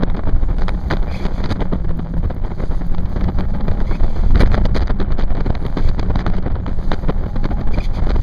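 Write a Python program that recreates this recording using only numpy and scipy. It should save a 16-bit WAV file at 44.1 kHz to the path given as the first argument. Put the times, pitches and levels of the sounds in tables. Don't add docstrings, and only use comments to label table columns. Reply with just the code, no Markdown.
import sys
import numpy as np
from scipy import signal
from scipy.fft import rfft, irfft, next_fast_len
from scipy.io import wavfile
from scipy.ndimage import uniform_filter1d

SR = 44100
rng = np.random.default_rng(int(sys.argv[2]) if len(sys.argv) > 2 else 0)


def master(y):
    cut = np.clip(np.atleast_2d(y).T, -1, 1)
    pcm = np.round(cut * 32767)
    wavfile.write(sys.argv[1], SR, pcm.astype(np.int16))


def invert_db(level):
    return 10 ** (np.asarray(level, dtype=float) / 20)


N = 362502
TIME = np.arange(N) / SR
CRACKLE_BAND_HZ = (2900, 7000)


def rms_one(x):
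    return x / np.sqrt(np.mean(x ** 2) + 1e-20)


def in_time(rows):
    s, *columns = np.transpose(rows)
    return [np.interp(TIME, s, c) for c in columns]


def while_on(rows, fade_s):
    since_start = TIME - rows[0][0]
    until_end = rows[-1][0] - TIME
    return np.clip(np.minimum(since_start, until_end) / fade_s, 0, 1)


def colour(x, points, band=(0, SR)):
    size = next_fast_len(N)
    hz = np.maximum(np.arange(size // 2 + 1) * SR / size, 1)
    point_hz, point_db = np.transpose(points)
    gain = invert_db(np.interp(np.log(hz), np.log(point_hz), point_db, left=-120, right=-120))
    inside = gain * (hz >= band[0]) * (hz <= band[1])
    gain = gain / np.sqrt(np.mean(inside ** 2))
    return irfft(rfft(x, size) * gain, size)[:N]


def drift(rate_hz):
    r = np.exp(-2 * np.pi * rate_hz / SR)
    noise = rng.standard_normal(N + SR)
    return rms_one(signal.lfilter([1], [1, -2 * r, r * r], noise)[SR:])


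def resonance(x, hz, width_hz):
    r = np.exp(-np.pi * width_hz / SR)
    poles = [1, -2 * r * np.cos(2 * np.pi * hz / SR), r * r]
    return signal.lfilter([(1 - r * r) / 2, 0, (r * r - 1) / 2], poles, x)


def torn_noise(slow_db, fast_db):
    lumps = slow_db * np.minimum(drift(19.4), 2)
    spits = fast_db * np.minimum(drift(170), 2.4)
    return rms_one(rng.standard_normal(N) * invert_db(lumps + spits))


# time in seconds, swell level in dB, level of the small eddies in dB.
WIND_LEVELS = [(0, -16, -32.5), (.5, -12, -37.5), (1, -14, -34), (1.6, -16, -35.5), (2.3, -16, -40.5),
               (2.55, -21, -37.5), (3, -13.5, -39.5), (3.6, -13.5, -35.5), (4.25, -12, -36),
               (4.42, -3, -29.5), (4.9, -12.5, -39), (5.3, -14.5, -38.5), (5.8, -13, -35), (6.6, -14, -38),
               (7.5, -13.5, -36.5), (8.22, -9, -33.5)]
# frequency in Hz, relative level in dB per Hz.
SWELL_SPECTRUM = [(4, -23), (8, -2), (12, -1.5), (20, -1), (40, -10.5), (80, -16), (160, -27.5), (400, -47)]


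def swell():
    thumps = invert_db(0.5 * drift(3.4))
    air = colour(torn_noise(slow_db=2.8, fast_db=2.5), SWELL_SPECTRUM)
    return invert_db(in_time(WIND_LEVELS)[0]) * thumps * air


# frequency in Hz, relative level in dB per Hz.
EDDY_SPECTRUM = [(30, -8), (90, -1), (200, -3), (500, -11.5), (1000, -19), (2000, -29), (3000, -33.5),
                 (6000, -50)]
# frequency in Hz, relative level in dB per Hz.
CRACKLE_SPECTRUM = [(1200, -2), (2200, 1), (3500, -3.5), (4800, 3), (6500, -8.5), (9500, -32),
                    (13500, -58.5), (16500, -53)]
# time in seconds, level in dB.
HISS_LEVELS = [(0, -73), (.55, -59.5), (1.35, -57.5), (1.9, -65), (2.4, -64), (2.6, -54), (3, -60.5),
               (3.6, -60.5), (3.9, -56.5), (4.38, -60), (4.6, -60.5), (5.2, -76.5), (5.65, -56.5),
               (6.08, -57.5), (6.45, -79.5), (6.84, -56), (7.6, -62), (8.22, -55.5)]
# frequency in Hz, relative level in dB per Hz.
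HISS_SPECTRUM = [(500, -13), (1500, -12), (3500, -4.5), (4800, 1.5), (6500, -5.5), (9500, -17.5),
                 (13500, -25), (16500, -33.5)]


def rush(swelling):
    smooth = uniform_filter1d(swelling, size=441)
    falling = -rms_one(uniform_filter1d(np.gradient(smooth), size=441))
    small_db = in_time(WIND_LEVELS)[1] + 2 * np.clip(falling, -2, 2)
    small = torn_noise(slow_db=5.0, fast_db=4.5) * invert_db(small_db)
    air = torn_noise(slow_db=2.5, fast_db=1.5) * invert_db(in_time(HISS_LEVELS)[0])
    body = colour(small, EDDY_SPECTRUM, band=(250, 1500))
    spray = invert_db(-32.5) * colour(small, CRACKLE_SPECTRUM, CRACKLE_BAND_HZ)
    return body + spray + colour(air, HISS_SPECTRUM, band=(5800, 10500))


# time in seconds, firing rate in Hz, level of the firing tones in dB,
# level of the tone at half that rate in dB.
ENGINE_COURSE = [(0, 180.8, -23, -37), (.18, 168.7, -31, -42), (.35, 172.4, -55, -40),
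                 (.6, 180, -30, -38.5), (1.05, 188.8, -30.5, -50), (1.3, 187, -35.5, -48),
                 (1.6, 182.8, -31, -40), (1.97, 165, -22.5, -34.5), (2.05, 163.7, -27.5, -36),
                 (2.18, 171, -24.5, -23.5), (2.25, 172.5, -35, -17), (2.35, 166.1, -36.5, -42),
                 (2.6, 168, -31.5, -39), (3.2, 182.1, -29.5, -52.5), (3.9, 207.4, -30, -32.5),
                 (4.05, 204, -43, -32.5), (4.5, 200.9, -29, -43.5), (5.1, 191.1, -31.5, -46.5),
                 (5.55, 186.7, -42.5, -31.5), (5.95, 190.4, -44.5, -44), (6.1, 186, -25, -39),
                 (6.4, 177.8, -25.5, -50), (6.55, 181.1, -39, -34.5), (7.1, 190.8, -33, -44),
                 (7.7, 209.2, -33, -42), (7.85, 203.8, -46, -41.5), (8.22, 194.3, -34, -33.5)]
# multiple of the firing rate, level relative to the firing tones in dB.
FIRING_ORDERS = [(1, -1.5), (2, -21), (3, -29)]
ROAR_OPEN_DB, ROAR_SHUT_DB = -47.5, -61.5
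ROAR_DB_PER_HZ = 0.28
INTAKE_HZ, INTAKE_WANDER_HZ = 820, 24


def engine():
    firing_hz, firing_db, half_db = in_time(ENGINE_COURSE)
    turn = 2 * np.pi * np.cumsum(firing_hz * (1 + 0.008 * drift(13.9))) / SR
    tones = np.zeros(N)
    for multiple, db in FIRING_ORDERS:
        uneven_db = 5.5 * np.minimum(drift(24), 1.3)
        tones += invert_db(db + uneven_db) * np.sqrt(2) * np.sin(multiple * turn)
    half_tone = invert_db(half_db + 2.0 * drift(15.0)) * np.sin(turn / 2)
    throttle = sum(while_on(rows, fade_s=0.13) for rows in TURBO_CLIMBS)
    roar_db = ROAR_SHUT_DB + (ROAR_OPEN_DB - ROAR_SHUT_DB) * throttle + ROAR_DB_PER_HZ * (firing_hz - 190)
    pipe = 2 * np.pi * INTAKE_HZ * TIME
    howl = drift(INTAKE_WANDER_HZ) * np.sin(pipe) + drift(INTAKE_WANDER_HZ) * np.cos(pipe)
    return invert_db(firing_db) * tones + half_tone + invert_db(roar_db) * howl


GRIT_PER_S, GRIT_DB, GRIT_SPREAD_DB = 220, -5, 3.8


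def grit():
    born = rng.random(N) < GRIT_PER_S / SR
    sizes = invert_db(GRIT_SPREAD_DB * np.minimum(rng.exponential(1, N), 4)) * rng.choice([-1, 1], N)
    crisp = rms_one(colour(born * sizes, EDDY_SPECTRUM[3:]))
    return invert_db(GRIT_DB + in_time(WIND_LEVELS)[1]) * crisp


# time in seconds, nominal peak in dB,
# treble relative to the body in dB, length in seconds.
BIG_EDDIES = [(.026, -10.5, -11.5, 0.016), (.169, -23.5, -7, 0.015), (.277, -19, -18.5, 0.024),
              (.49, -19, -38, 0.027), (.588, -21.5, -11, 0.014), (.616, -22.5, -3.5, 0.019),
              (.682, -26, -16, 0.023), (.908, -12, -6.5, 0.033), (.972, -16.5, -17.5, 0.0023),
              (1.03, -29.5, -24, 0.072), (1.2, -25.5, -25, .01), (1.25, -13.5, -4.5, 0.014),
              (1.402, -16, -32, 0.0051), (1.435, -19.5, -3, 0.038), (1.503, -13.5, 1, 0.021),
              (1.561, -22.5, -17.5, 0.016), (1.611, -13, -16.5, 0.024), (1.847, -20.5, -34, 0.0063),
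              (1.891, -21, -23.5, 0.023), (1.995, -19.5, -25.5, 0.01), (2.141, -18, -49, 0.0033),
              (2.304, -19, -26.5, 0.021), (2.235, -21, -23.5, 0.026), (2.448, -23, -20, 0.01),
              (2.596, -16.5, -31.5, 0.013), (2.634, -18, -23, 0.01), (2.695, -23, -27, 0.038),
              (2.776, -28, -17, 0.0068), (2.862, -37, -20.5, 0.017), (2.941, -24.5, -16, 0.015),
              (2.98, -32, -8.5, 0.01), (3.06, -30.5, -0.5, 0.0043), (3.161, -16, -17, 0.017),
              (3.203, -20.5, -20, 0.022), (3.241, -19, -2, 0.0031), (3.281, -14, -23, 0.018),
              (3.387, -16, -15.5, 0.022), (3.545, -18.5, -20, 0.013), (3.606, -18.5, -38, 0.012),
              (3.677, -17, -17, 0.016), (3.715, -17.5, -20.5, 0.0055), (3.952, -19.5, -20, 0.0062),
              (4.034, -17, -20.5, 0.016), (4.164, -20, -15, 0.02), (4.358, -21, -4, 0.026),
              (4.403, -10, 0.5, 0.022), (4.422, -26.5, -9, 0.0075), (4.456, -37, -5, 0.0056),
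              (4.472, -26, 4.5, 0.0071), (4.516, -17, -2.5, 0.041), (4.576, -11, -18, 0.009),
              (4.608, -27, -8.5, 0.0031), (4.651, -13.5, -3, 0.011), (4.748, -14, 0.5, 0.029),
              (4.795, -29.5, -12, 0.013), (4.817, -17.5, -4, 0.015), (4.873, -22.5, 0.5, 0.0045),
              (4.899, -10.5, -18.5, 0.017), (5.004, -15, -13, 0.025), (5.091, -26.5, -33, 0.039),
              (5.12, -22.5, -4.5, 0.0065), (5.185, -17.5, -8.5, 0.02), (5.21, -27, 0.5, 0.015),
              (5.236, -20, -8, 0.0078), (5.304, -19.5, -24.5, 0.03), (5.351, -18, -13.5, 0.063),
              (5.456, -17, -16, 0.025), (5.503, -10.5, -19, 0.0032), (5.552, -16.5, -22, 0.0055),
              (5.654, -16.5, -13, 0.012), (5.771, -17, -9, 0.045), (5.891, -17, 0.5, 0.009),
              (5.994, -17, -0.5, 0.017), (6.029, -17.5, -18, 0.006), (6.156, -17, -10.5, 0.026),
              (6.184, -20, -3.5, 0.034), (6.263, -14, -21.5, 0.015), (6.28, -29.5, -7, 0.0041),
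              (6.3, -18.5, -15.5, 0.0066), (6.322, -21, -14, 0.028), (6.352, -28.5, -6.5, 0.026),
              (6.384, -18, -12, 0.0054), (6.425, -26.5, -4.5, 0.006), (6.458, -16.5, -24, 0.023),
              (6.52, -26.5, -16.5, 0.011), (6.551, -20, -26, 0.021), (6.663, -21.5, -20, 0.058),
              (6.914, -16, -5, 0.034), (7.083, -14.5, -19.5, 0.021), (7.36, -20, -15, 0.02),
              (7.443, -13, -9, 0.019), (7.505, -17.5, -39.5, 0.023), (7.612, -19.5, -8, 0.0067),
              (7.673, -20, -15, 0.014), (7.78, -13, -22, 0.012), (7.984, -26.5, -15, 0.018),
              (7.998, -22, -11, 0.0087), (8.06, -23, -6, 0.014), (8.091, -14.5, -7.5, 0.028),
              (8.157, -14, -13, 0.01)]


def eddy_rows():
    slots_per_s = 20
    lesser = []
    for k, (chance, u, v, w) in enumerate(rng.random((round(N / SR * slots_per_s), 4))):
        if chance < 4.6 / slots_per_s and k / slots_per_s + .06 < N / SR:
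            lesser.append(((k + u) / slots_per_s, -26.5 + 30 * (v - .5), -33.5 + 24 * (w - .5), 0.0096))
    return list(BIG_EDDIES) + lesser


# frequency in Hz, relative level in dB per Hz.
FIZZ_SPECTRUM = [(7000, 2), (10000, 1.5), (12500, -9.5), (16000, -15)]
EDDY_CREST_DB = 13.5
SWING_DB, SWING_FOLLOWS = -14.5, .55
FIZZ_DB, FIZZ_FOLLOWS = -38, 2.5
COLLAPSE_SHARE = 0.36


def eddies(rows):
    body, crackle, fizz, swing = np.zeros((4, N))
    torn = torn_noise(slow_db=5.0, fast_db=3.5)
    tearing = drift(180)
    spit, spray = torn * invert_db(2.1 * tearing), torn * invert_db(7.4 * tearing)
    for s, peak_db, treble_db, length in rows:
        near = slice(max(round((s - .08) * SR), 0), round((s + .12) * SR))
        since = TIME[near] - s
        shape = np.where(since < 0, np.exp(since / 0.0042), np.exp(-(since / length) ** 4))
        size = invert_db(peak_db - EDDY_CREST_DB) * np.linalg.norm(shape)
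        spit_burst = shape * spit[near]
        spit_burst = size * spit_burst / np.linalg.norm(spit_burst)
        spray_burst = shape * spray[near]
        spray_burst = size * spray_burst / np.linalg.norm(spray_burst)
        fizz_db = FIZZ_DB + FIZZ_FOLLOWS * (peak_db + treble_db + 14)
        body[near] += spit_burst
        crackle[near] += invert_db(treble_db) * spray_burst
        fizz[near] += invert_db(fizz_db - peak_db) * spray_burst
        since = since - COLLAPSE_SHARE * length
        swing_db = SWING_DB + SWING_FOLLOWS * (peak_db + 17.5)
        swing[near] -= invert_db(swing_db) * np.tanh(since / 0.0028) * np.exp(-(since / 0.02) ** 2)
    body = colour(body, EDDY_SPECTRUM, band=(700, 5000))
    crackle = colour(crackle, CRACKLE_SPECTRUM, CRACKLE_BAND_HZ)
    return body + crackle + colour(fizz, FIZZ_SPECTRUM) + swing


# start in seconds, nominal treble peak in dB,
# top octave relative to that peak in dB.
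SHARP_SPITS = [(0.0992, -27.5, -37.5), (0.17, -30.5, -39), (0.5838, -26, -43), (0.6192, -24, -44),
               (0.682, -14.5, -44.5), (0.691, -18.5, -29.5), (0.902, -23.5, -29.5), (0.9098, -15.5, -31.5),
               (0.9154, -25.5, -40), (0.9257, -23.5, -36.5), (0.9688, -26, -43), (1.0276, -32, -28),
               (1.2528, -26.5, -33.5), (1.4398, -27.5, -41.5), (1.5032, -32.5, -32), (1.509, -25, -31),
               (1.6053, -25, -32), (1.892, -33.5, -34), (1.991, -32, -39), (2.4494, -42, -20),
               (2.9473, -26.5, -47), (2.982, -30.5, -41), (3.0576, -33, -46), (3.1664, -35, -37),
               (3.209, -27.5, -28.5), (3.244, -33, -35), (3.3894, -32.5, -23.5), (3.4073, -24.5, -35),
               (3.6082, -35.5, -29), (3.681, -23.5, -31), (3.7138, -28.5, -30), (3.8028, -31, -36),
               (4.035, -25.5, -19.5), (4.3562, -19, -40), (4.4049, -31, -26), (4.4114, -20, -18),
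               (4.4218, -23.5, -23.5), (4.4596, -26, -39), (4.5174, -22.5, -29), (4.5439, -18.5, -33.5),
               (4.5777, -26.5, -42), (4.6537, -16.5, -39.5), (4.755, -31, -32), (4.7665, -36.5, -23.5),
               (4.7938, -26, -44), (4.806, -26.5, -45), (4.8253, -27.5, -39), (4.879, -29.5, -41),
               (4.9005, -30.5, -32), (5.0016, -22, -37), (5.0904, -43, -35), (5.1205, -29.5, -47),
               (5.1827, -34, -32), (5.1961, -23, -39), (5.2087, -22.5, -39.5), (5.2217, -25.5, -38),
               (5.3683, -32, -44), (5.455, -45.5, -23), (5.4668, -31.5, -43), (5.5515, -20.5, -42),
               (5.6643, -26.5, -28), (5.7743, -21, -36.5), (5.8915, -36, -19.5), (5.994, -31, -36),
               (6.0288, -27.5, -43), (6.1566, -20, -39.5), (6.1913, -22, -39.5), (6.264, -17, -37),
               (6.2791, -31.5, -42), (6.3011, -35.5, -47), (6.3669, -27.5, -47), (6.383, -38.5, -40.5),
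               (6.5172, -37.5, -43), (6.6636, -25, -49), (6.9163, -15.5, -49), (6.923, -30, -43),
               (7.0843, -29.5, -34), (7.3642, -27, -30), (7.442, -25.5, -42), (7.509, -35, -38),
               (7.7846, -27.5, -34), (8.095, -25, -39)]
# frequency in Hz, relative level in dB per Hz.
SNAP_SPECTRUM = [(150, -14.5), (600, 8.5), (2000, 1.5), (4500, -3.5), (6500, -18), (9500, -43.5),
                 (13500, -58.5), (16500, -49)]
SNAP_DB, SNAP_TOP_DB = 5, 11


def snaps():
    cracks, tops = np.zeros((2, N + SR))
    length = 176
    envelope = np.exp(-np.abs(np.arange(length) / SR - .0012) / .0009)
    for s, peak_db, top_db in SHARP_SPITS:
        grain = rng.standard_normal(length) * envelope
        grain = grain / np.max(np.abs(grain))
        at = round(s * SR)
        cracks[at:at + length] += invert_db(peak_db + SNAP_DB) * grain
        tops[at:at + length] += invert_db(peak_db + top_db + SNAP_TOP_DB) * grain
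    return colour(cracks[:N], SNAP_SPECTRUM, CRACKLE_BAND_HZ) + colour(tops[:N], FIZZ_SPECTRUM)


# start in seconds, nominal tick level in dB.
PRESSURE_JOLTS = [(0.131, -60.5), (0.15, -57), (0.2792, -54.5), (0.4262, -54.5), (0.5022, -57),
                  (0.591, -56.5), (0.8835, -53.5), (1.736, -55.5), (1.848, -59), (1.8975, -61),
                  (1.971, -53), (1.975, -56), (2.1123, -60), (2.1753, -54), (2.2382, -54.5),
                  (2.2547, -54.5), (2.3456, -51.5), (2.7481, -60.5), (2.8667, -50.5), (3.0954, -54),
                  (3.4026, -54.5), (3.565, -62), (4.304, -53), (4.3335, -53), (4.9897, -61), (5.458, -56),
                  (5.666, -50), (5.702, -55.5), (6.895, -58.5), (7.6, -59.5)]
# frequency in Hz, level in dB, time to fade by 60 dB in seconds.
LOOSE_PART_MODES = [(6850, -6, .009), (9600, -2.5, .009), (12050, -3, .009), (14450, -3, .009)]
JOLT_DB, JOLT_S, STRIKE_DB = -13, 0.0016, 7.5
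FAINT_DB, FAINT_SPREAD_DB = -66, 4


def rattle(pressure):
    clicks, jolts, ticks = np.full(N, 1e-18), np.zeros(N), np.zeros(N)
    slow = uniform_filter1d(pressure, size=60) - uniform_filter1d(pressure, size=800)
    crests = signal.find_peaks(slow, height=0.18, prominence=.1, distance=600)[0]
    clicks[crests] = invert_db(FAINT_DB + FAINT_SPREAD_DB * rng.standard_normal(len(crests)))
    for s, db in PRESSURE_JOLTS:
        middle = s + JOLT_S / 2
        clicks[round(middle * SR)] = invert_db(db + STRIKE_DB)
        jolts += invert_db(JOLT_DB) * np.exp(-((TIME - middle) / JOLT_S) ** 2)
    for hz, level_db, t60 in LOOSE_PART_MODES:
        r = invert_db(-60 / (t60 * SR))
        w = 2 * np.pi * hz / SR
        ticks += invert_db(level_db) * signal.lfilter([0, np.sin(w)], [1, -2 * r * np.cos(w), r * r], clicks)
    return ticks + jolts


# time in seconds, whistle pitch in Hz.
TURBO_CLIMBS = [
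    [(.4, 6000), (.6, 9140), (.8, 11300), (.95, 12700), (1.08, 13250), (1.25, 12600)],
    [(2.5, 6560), (2.7, 9300), (2.9, 11700), (3.1, 13400), (3.3, 13800), (3.5, 13600), (3.95, 12800)],
    [(5.44, 6500), (5.55, 8150), (5.62, 10000), (5.7, 10900), (5.76, 11310), (5.83, 11950)],
    [(6.6, 6400), (6.8, 9100), (7, 11600), (7.2, 13400), (7.45, 14200), (7.65, 14150), (7.82, 13100)],
]
# pitch in Hz, level in dB.
WHISTLE_LEVELS = [(6000, -62), (9000, -68), (11500, -69), (14000, -75)]


def turbo():
    out = np.zeros(N)
    for rows in TURBO_CLIMBS:
        hz = uniform_filter1d(in_time(rows)[0], size=SR // 16)
        turn = 2 * np.pi * np.cumsum(hz + 75 * drift(80)) / SR
        ragged_db = 5 * np.minimum(drift(35), 1.2)
        level_db = np.interp(hz, *np.transpose(WHISTLE_LEVELS)) + ragged_db
        out += while_on(rows, fade_s=0.036) * invert_db(level_db) * np.sqrt(2) * np.sin(turn)
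    return out


# start in seconds, level in dB, length in seconds.
VENT_PUFFS = [(1.118, -37.5, 0.14), (1.335, -43.5, 0.078), (3.87, -43, 0.1), (4.007, -44.5, .32),
              (5.824, -38, 0.061), (7.727, -42, 0.081), (7.831, -33.5, 0.025), (7.944, -37, 0.032)]
# frequency in Hz, nominal width in Hz, relative level in dB.
PIPEWORK_TONES = [(2350, 280, 14), (3450, 280, 10.5), (4250, 1230, 16), (6500, 1600, -36),
                  (9400, 1800, -36)]
# start in seconds, level at its loudest in dB, length in seconds,
# start pitch in Hz, end pitch in Hz.
VALVE_SQUEAKS = [(1.076, -39, 0.0456, 2350, 2480), (1.12, -37, 0.019, 2500, 2100),
                 (1.137, -31, 0.025, 2080, 2750), (1.191, -38, 0.013, 2350, 2000),
                 (1.203, -41, 0.021, 2080, 2480), (3.866, -41, 0.048, 2050, 2290),
                 (3.91, -37, 0.029, 2110, 2200), (3.938, -33, 0.026, 2397, 2560),
                 (7.735, -30.5, 0.018, 2390, 2350), (7.802, -27, 0.014, 2460, 2500)]
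VENT_ATTACK_S, VENT_RELEASE_S = 0.0092, 0.011
SQUEAK_WANDER_HZ, SQUEAK_OCTAVE_DB = 110, -10


def vent():
    flow = np.zeros(N)
    for s, db, length in VENT_PUFFS:
        rise = (TIME - s) / VENT_ATTACK_S
        fall = (s + length - TIME) / VENT_RELEASE_S
        flow += invert_db(db) * np.exp(np.minimum(0, np.minimum(rise, fall)))
    jet = torn_noise(slow_db=1.5, fast_db=2.0)
    hiss = np.zeros(N)
    for hz, width, db in PIPEWORK_TONES:
        once = resonance(jet, hz, 2 * width)
        hiss += invert_db(db) * rms_one(resonance(once, hz, 2 * width))
    out = flow * rms_one(hiss)
    rasp_sin, rasp_cos = drift(SQUEAK_WANDER_HZ), drift(SQUEAK_WANDER_HZ)
    for s, level_db, length, start_hz, end_hz in VALVE_SQUEAKS:
        glide_hz = np.interp(TIME, [s, s + length], [start_hz, end_hz])
        turn = 2 * np.pi * np.cumsum(glide_hz) / SR
        opening = np.exp(-((TIME - s - length / 2) / (length / 2)) ** 4)
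        for k, db in ((1, 0), (2, SQUEAK_OCTAVE_DB)):
            tone = rasp_sin * np.sin(k * turn) + rasp_cos * np.cos(k * turn)
            out += invert_db(level_db + db) * opening * tone
    return out


def scene():
    swelling = swell()
    wind = swelling + rush(swelling) + grit() + eddies(eddy_rows()) + snaps()
    pressure = wind + engine()
    return (pressure + rattle(pressure) + turbo() + vent())[None]


def band_limit(x):
    return signal.sosfilt(signal.butter(12, 15700, fs=SR, output="sos"), x)


# frequency in Hz, width in Hz, depth from 0 to 1.
HOUSING_BANDS = [(2656, 1040, 0.94), (5360, 2200, 1), (7800, 3000, 1), (10950, 1200, 1)]


def record(dry):
    x = signal.sosfilt(signal.butter(1, 3, "high", fs=SR, output="sos"), dry)
    for hz, width_hz, depth in HOUSING_BANDS:
        x = x - depth * resonance(x, hz, width_hz)
    mix = 1.113 * np.tanh(x / 1.229)
    return band_limit(mix)


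dry = scene()
out = record(dry)
master(out)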